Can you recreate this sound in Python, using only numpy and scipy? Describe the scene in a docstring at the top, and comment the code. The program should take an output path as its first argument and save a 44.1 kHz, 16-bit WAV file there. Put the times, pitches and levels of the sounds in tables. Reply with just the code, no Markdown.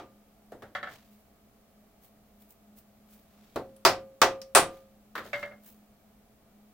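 """A small, dry workshop, with a stereo pair close to the vise of a milling machine and a fan humming behind.
A soft-faced mallet seats a steel block: one light tap, then three hard knocks that ring block, vise and
table together while steel clacks on steel. The scene opens on the tail of an earlier blow.
After that blow and after the last, the mallet is laid on the machine and the loose vise handle clanks.
Hands brush over the steel with a faint hiss."""
import sys
import numpy as np
from scipy import signal
from scipy.fft import rfft, irfft, next_fast_len
from scipy.io import wavfile
from scipy.ndimage import uniform_filter1d, minimum_filter1d

SR = 44100
rng = np.random.default_rng(int(sys.argv[2]) if len(sys.argv) > 2 else 0)


def waveform_to_disk(signal):
    """Save audio, clipped to [-1, 1], as 16-bit WAV at the path in sys.argv[1]."""
    frames = np.transpose(np.atleast_2d(signal))
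    scaled = np.clip(frames, -1, 1) * 32767
    samples = np.round(scaled).astype(np.int16)
    wavfile.write(sys.argv[1], SR, samples)


N = 296793
AGE = np.arange(2 ** 15) / SR   # seconds since a strike

# decay of the workshop: f/Hz, t60/s
ROOM_DECAY = [(60, 0.41), (115, 0.44), (200, 0.4), (500, 0.27), (1200, .22), (2500, 0.22), (5000, 0.19),
              (9000, .18), (16000, .15)]
# stereo width at the pair, for close sounds and for the fan's air: f/Hz, side re mid/dB
CLOSE_WIDTH = [(60, -20), (300, -19), (700, -14), (1400, -10.5), (2600, -3.5), (5000, -2), (15000, -.5)]
AIR_WIDTH = [(60, -9.5), (180, -15), (550, -6), (1650, -3), (4970, 1.5), (15000, 0.5)]
# fan and motor tones: f/Hz, level of the steady part/dB rms, flutter depth/0-1
FAN_TONES = [(122.6, -83.5, 0), (208.6, -66.5, 0.7), (301, -83, .6), (415, -79.5, 0), (657, -83.5, 0),
             (733, -86.5, 0.4), (676, -78, 0), (1258.4, -89.5, 0.5), (2300, -91.5, .3)]
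# spectra of moving air and of skin on steel: f/Hz, relative density/dB
AIR_SPECTRUM = [(15, -19), (50, -10.5), (100, -16.5), (170, -17), (215, -8.5), (260, -16.5), (360, -22),
                (660, -18.5), (800, -21.5), (950, -29), (1150, -26.5), (1500, -31.5), (5200, -40),
                (10000, -41), (15000, -35.5)]
SKIN_HISS = [(1500, -16), (4000, -15), (7000, -11.5), (11000, -8), (15000, 0)]
SKIN_RASP = [(200, -0.5), (700, -2.5), (2000, -4.5), (4000, -7), (8000, -15.5), (15000, -29)]
# strokes of the hands: t at the fastest/s, level/dB, length/s, pressure/0-1
HAND_STROKES = [(0.938, -60, 0.1, 0.83), (1.148, -66, 0.19, 0.14), (2.05, -57.5, 0.069, 0.1),
                (2.425, -59.5, 0.064, .1), (2.511, -54, 0.04, 0), (2.787, -53.5, 0.042, 0.06),
                (3.15, -58.5, 0.12, .15), (3.47, -70, 0.37, .6), (4.76, -62.5, 0.085, 0.56),
                (5.278, -56, 0.088, 0.53), (5.404, -58, 0.097, 0.74), (5.684, -50.5, 0.093, 0.09)]
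# falls of the vise handle: t/s, level/dB, first flight/s, second flight/share of the first,
# loss per bounce/dB, shaft ring/dB, hub ring/dB
HANDLE_DROPS = [(.7500, -34, .0788, 0.54, 2.5, -10.5, 0), (5.3310, -31, .0968, 0.87, 5, 2, -16)]
# clear modes of the handle's shaft and hub: f/Hz, level/dB, t60/s
SHAFT_MODES = [(578.6, -0.5, 0.31), (2080, 2, 0.11), (2125, -0.5, 0.23), (2202, 0.5, 0.13),
               (2310, 1, 0.055), (1700, -5.5, 0.21), (2680, -4.5, 0.082), (4630, -19.5, 0.14)]
HUB_MODES = [(743, -5.5, 0.15), (1113, -7.5, 0.2), (1321, 4, 0.094), (1400, -12, 0.25), (1450, -4, 0.15),
             (1750, 0.5, 0.15), (1784, -35, 0.15), (1800, -8.5, 0.24), (2050, -1, 0.059), (1980, -11, 0.07),
             (3230, -9, 0.068), (3380, -18, 0.23), (3450, -25, 0.16), (3850, -18, 0.11), (4320, -32, 0.11),
             (4620, -14, 0.067)]
# crowds of short-lived modes in handle, mallet and vise: f/Hz, relative density/dB
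HANDLE_BODY = [(60, -18), (115, -2), (170, -9), (400, -9), (620, 4), (950, -4.5), (1400, 5.5), (2000, 3.5),
               (2450, -13), (3300, -5.5), (4700, -17), (6000, -22), (10000, -30), (15500, -23)]
MALLET_BODY = [(60, -39), (130, -18), (300, -16), (520, -3), (800, 2), (1300, 11.5), (1800, 9.5),
               (2500, -4.5), (3600, -3), (6000, -12), (10000, -16), (15500, 0)]
VISE_BODY = [(30, -27.5), (100, -22), (220, -15.5), (350, -2.5), (700, -3.5), (1150, 1), (1900, -7.5),
             (3000, -10.5), (6000, -13.5), (8000, -19.5), (12000, -26), (15500, -16)]
# the mallet's soft face meeting steel, low thud and bright snap: f/Hz, relative density/dB
FACE_THUD = [(60, -13), (115, 0), (160, -9.5), (240, -1), (520, 4.5), (800, -2), (1500, -36), (4000, -34.5)]
FACE_SNAP = [(500, -22), (2500, -5.5), (6000, -3), (9000, -1), (12000, -6), (15500, 0)]
# mallet laid down, head and shaft landing in turn: t/s, knock level/dB, thud level/dB
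MALLET_LANDINGS = [(0.5196, -49, -41.5), (0.6218, -43, -43.5), (5.1530, -30, -45), (5.178, -32, -43),
                   (5.253, -48.5, -47)]
# lingering tones, a low boom of the room and two long rings of the machine: f/Hz, level/dB, t60/s
LINGERING_TONES = [(104.63, -19, 0.54), (536.4, 1, 0.64), (1203, -6, 0.4)]
# high modes of the steel block: f/Hz, level/dB, t60/s
BLOCK_MODES = [(3070, -1, .13), (4720, -2.5, 0.11), (4960, -10, .12), (5490, -8.5, 0.13), (6860, -5.5, .11),
               (8325, -6.5, .12), (8460, -7, .11), (9000, -7, 0.12), (9340, -6, 0.13)]
# block, vise and machine table ringing together: f/Hz, level/dB, t60/s
VISE_MODES = [(305, -22, 0.064), (381.5, -11, 0.2), (415, -13.5, 0.15), (523, -13.5, 0.15),
              (588, -18.5, 0.22), (630, -14, .18), (672, -11, 0.2), (697, -13, 0.27), (735, -12, 0.28),
              (829, -13.5, 0.22), (907, -10.5, .17), (959, -11.5, 0.16), (1077, -9, 0.17),
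              (1106, -15, 0.14), (1165, -12.5, 0.17), (1258, -7.5, 0.084), (1280, -13, .18),
              (1544, -10.5, 0.18), (1941, -14.5, 0.19), (2320, -25.5, .14), (2400, -20.5, 0.2)]
# light steel contacts: t/s, level/dB, f/Hz
STEEL_TICKS = [(3.764, -66.5, 10100), (4.4162, -51, 5260)]
# mallet on the block: t/s, force/dB, spot/0 (centre) to 1 (edge), clack re the blow/dB, clack f/Hz
BLOWS = [(-.1, -17.5, .88, -19, 3820), (3.5589, -24, 0.17, -25.5, 4100), (3.8503, -11.5, 0.38, -7.5, 4900),
         (4.2162, -12.5, 0.58, -14.5, 5600), (4.5498, -8, .68, -4, 8726)]


def amp(db):
    """Decibels to gain."""
    return 10 ** (np.asarray(db) / 20)


def at_hz(points, hz):
    """Read a table on a log-frequency axis."""
    known, values = np.transpose(points)
    return np.interp(np.log(np.maximum(hz, 1)), np.log(known), values)


def add(out, s, sound):
    """Mix a sound in from time s."""
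    start = round(s * SR)
    first, last = np.clip([start, start + sound.shape[1]], 0, N)
    out[:, first:last] += sound[:, first - start:last - start]


def drift(rate_hz):
    """A random wander with a spread near 1."""
    steps = np.arange(N) / SR * rate_hz
    return np.interp(steps, np.arange(4096), rng.standard_normal(4096))


def noise(spectrum, size, width=CLOSE_WIDTH):
    """Coloured noise of rms 1, alike at both microphones in the bass and wider in the treble."""
    length = next_fast_len(size)
    hz = np.fft.rfftfreq(length, 1 / SR)
    mid, side = np.exp(2j * np.pi * rng.random((2, len(hz)))) * amp(at_hz(spectrum, hz))
    pair = irfft(mid + side * amp(at_hz(width, hz)) * [[1], [-1]], length)[:, :size]
    return pair / pair.std()


def knock(spectrum, crack_db, crack_s):
    """Dense modes: a short crack from the object, then the room dying away band by band."""
    hz = np.fft.rfftfreq(len(AGE), 1 / SR)
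    band_position = at_hz([(centre, k) for k, (centre, _) in enumerate(ROOM_DECAY)], hz)
    dense = rfft(noise(spectrum, len(AGE)))
    out = np.zeros((2, len(AGE)))
    for k, (centre, t60) in enumerate(ROOM_DECAY):
        age = AGE[AGE < 1.5 * t60]
        band = irfft(dense * np.maximum(1 - abs(band_position - k), 0))[:, :len(age)]
        build_up = 1 - np.exp(-age * centre / .55)   # about half a cycle, so lows come later
        out[:, :len(age)] += band * amp(-60 * age / t60) * build_up
    return out * (1 + amp(crack_db) * np.exp(-AGE / crack_s))


def ring(modes, scatter_db, swell_s):
    """Clear modes, excited a little differently by each strike and offset in phase across the pair."""
    out = np.zeros((2, len(AGE)))
    for hz, db, t60 in modes:
        age = AGE[AGE < 1.5 * t60]
        skew = amp(at_hz(CLOSE_WIDTH, hz)) * rng.choice([-1, 1]) * np.array([[1], [-1]])
        phase = 2 * np.pi * (hz * age + rng.random()) + np.arctan(skew)
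        struck_db = db + scatter_db * rng.standard_normal()
        out[:, :len(age)] += np.sin(phase) * amp(struck_db - 60 * age / t60)
    return out * (1 - np.exp(-AGE / swell_s))


def soften(x, cut_hz):
    """A longer contact excites less treble."""
    return signal.sosfilt(signal.butter(1, cut_hz, fs=SR, output="sos"), x)


def fan(air_db=-62.5):
    """Room tone: fan and motor hum, partly wavering, in a steady wash of air."""
    t = np.arange(N) / SR
    tones = 0
    for hz, db, depth in FAN_TONES:
        flutter = 1 + depth * (drift(16) + 1j * drift(13))   # in level and phase
        tones += np.sqrt(2) * amp(db) * np.real(flutter * np.exp(2j * np.pi * hz * t))
    return tones + amp(air_db) * noise(AIR_SPECTRUM, N, AIR_WIDTH)


def hands(rise_share=.48, rasp_db=6.5):
    """Skin slides over steel, swelling and fading: a fine uneven hiss, with a rasp under pressure."""
    t = np.arange(N) / SR
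    hiss, rasp = 0, 0
    for s, db, length_s, pressure in HAND_STROKES:
        rise_s, fade_s = rise_share * length_s, (1 - rise_share) * length_s
        falloff = np.where(t < s, ((t - s) / rise_s) ** 2, (t - s) / fade_s)
        stroke = amp(db) * np.exp(-falloff.clip(max=60))
        hiss += stroke
        rasp += stroke * pressure * amp(rasp_db)
    friction = hiss * noise(SKIN_HISS, N) + rasp * noise(SKIN_RASP, N)
    grain = amp(3 * drift(270))
    return friction * grain


def vise_handle(settle_db=1):
    """The loose handle drops against its stop and bounces twice, weaker and duller each time."""
    out = np.zeros((2, N))
    for s, db, flight_s, share, loss_db, shaft_db, hub_db in HANDLE_DROPS:
        contacts = [(0, 0), (flight_s, loss_db), (flight_s * (1 + share), 2 * loss_db + settle_db)]
        for delay_s, lost_db in contacts:
            shaft = amp(shaft_db) * ring(SHAFT_MODES, scatter_db=.6, swell_s=.0025)
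            hub = amp(hub_db) * ring(HUB_MODES, scatter_db=.8, swell_s=.001)
            rattle = knock(HANDLE_BODY, crack_db=-13, crack_s=.0014)
            cut_hz = 9500 * 2 ** (-.4 * lost_db)   # 0.4 octave duller per dB lost
            add(out, s + delay_s, amp(db - lost_db) * soften(shaft + hub + rattle, cut_hz))
    return out


def mallet_laid_down(octaves_per_db=.03):
    """The mallet lands on the machine: dull knocks without a clear ring, brighter when harder."""
    out = np.zeros((2, N))
    for s, db, thud_db in MALLET_LANDINGS:
        cut_hz = 9300 * 2 ** (octaves_per_db * db)
        shaft = soften(knock(MALLET_BODY, crack_db=-10, crack_s=.0037), cut_hz)
        thud = knock(FACE_THUD, crack_db=-14, crack_s=.0085)
        add(out, s, amp(db) * shaft + amp(thud_db) * thud)
    return out


def clack(pitch_hz, crack_db):
    """Steel meeting steel excites the block's high modes near one pitch."""
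    shape = [(.2, -11.5), (.72, -12.5), (.92, -3.5), (1.06, -.5), (1.25, -13), (2, -18.5)]
    cluster = [(pitch_hz * ratio, db) for ratio, db in shape]
    modes = [(hz, db + at_hz(cluster, hz), t60) for hz, db, t60 in BLOCK_MODES]
    return ring(modes, scatter_db=.7, swell_s=.0005) + knock(cluster, crack_db, crack_s=.0046)


def steel_ticks():
    """Light steel contacts between the blows, with a sharp crack."""
    out = np.zeros((2, N))
    for s, db, pitch_hz in STEEL_TICKS:
        add(out, s, amp(db) * clack(pitch_hz, crack_db=9.5))
    return out


def lingering_tones(spot):
    """A centre blow drives the room's boom and the machine's lower ring, an edge blow its higher ring."""
    angle = spot * np.pi / 2
    centre_db, edge_db = 20 * np.log10([np.cos(angle), np.sin(angle)])
    modes = [(hz, db + (edge_db if hz > 1000 else centre_db), t60) for hz, db, t60 in LINGERING_TONES]
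    return ring(modes, scatter_db=2, swell_s=.029)


def face_snap():
    """The instant of contact: a millisecond of treble, near the middle of the stereo image."""
    burst = noise(FACE_SNAP, size=512, width=[(1000, -8)])
    return burst * np.exp(-AGE[:512] / .0011)


def mallet_blows(firm_db=-17, octaves_per_db=.63, snap_loss_per_db=2.5):
    """Each blow rings the same vise; force sets its brightness, and hard ones slap the block home."""
    out = np.zeros((2, N))
    common_body = amp(-3.5) * knock(VISE_BODY, crack_db=-8.5, crack_s=.018)
    for s, db, spot, clack_db, clack_hz in BLOWS:
        # a firm blow squashes the soft face hard; less force means longer contact and a weaker snap
        shortfall_db = max(firm_db - db, 0)
        cut_hz = 10000 * 2 ** (-octaves_per_db * shortfall_db)
        snap_db = -2.5 - snap_loss_per_db * shortfall_db
        varying_body = amp(-6) * knock(VISE_BODY, crack_db=-2.5, crack_s=.008)   # new with each blow
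        vise_ring = amp(1) * ring(VISE_MODES, scatter_db=.23, swell_s=.002)
        vise = soften(common_body + varying_body + vise_ring, cut_hz)
        block = amp(clack_db) * clack(clack_hz, crack_db=-4)
        add(out, s, amp(db) * (vise + block))
        add(out, s, amp(db + snap_db) * face_snap())
        # the soft face thuds alike, even on the lightest tap
        add(out, s, amp(-31.5) * knock(FACE_THUD, crack_db=1.5, crack_s=.0051))
        add(out, s, amp(db - 12.5) * soften(lingering_tones(spot), cut_hz))
    return out


def scene():
    """The work at the vise, close in front of the microphones, over the fan."""
    return mallet_blows() + steel_ticks() + mallet_laid_down() + vise_handle() + hands() + fan()


def limiter(x, ceiling_db, release_db_per_s):
    """Peaks over the ceiling pull the gain down at once; it recovers steadily."""
    peak_db = 20 * np.log10(np.abs(x).max(axis=0) + 1e-9)
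    over_db = np.maximum(peak_db - ceiling_db, 0)
    recovery_db = release_db_per_s * np.arange(N) / SR
    reduction_db = np.maximum.accumulate(over_db + recovery_db) - recovery_db
    gain_db = uniform_filter1d(minimum_filter1d(-reduction_db, size=33), size=33)
    return x * amp(gain_db)


def record(dry):
    """The recorder limits the close, hard knocks, rounds their remaining peaks and cuts the top."""
    limited = limiter(dry, ceiling_db=-2.2, release_db_per_s=400)
    rounded = limited / (1 + (limited / .68) ** 6) ** (1 / 6)
    top_cut = signal.ellip(10, .1, 80, 15950, fs=SR, output="sos")
    return signal.sosfilt(top_cut, rounded)


dry = scene()
out = record(dry)
waveform_to_disk(out)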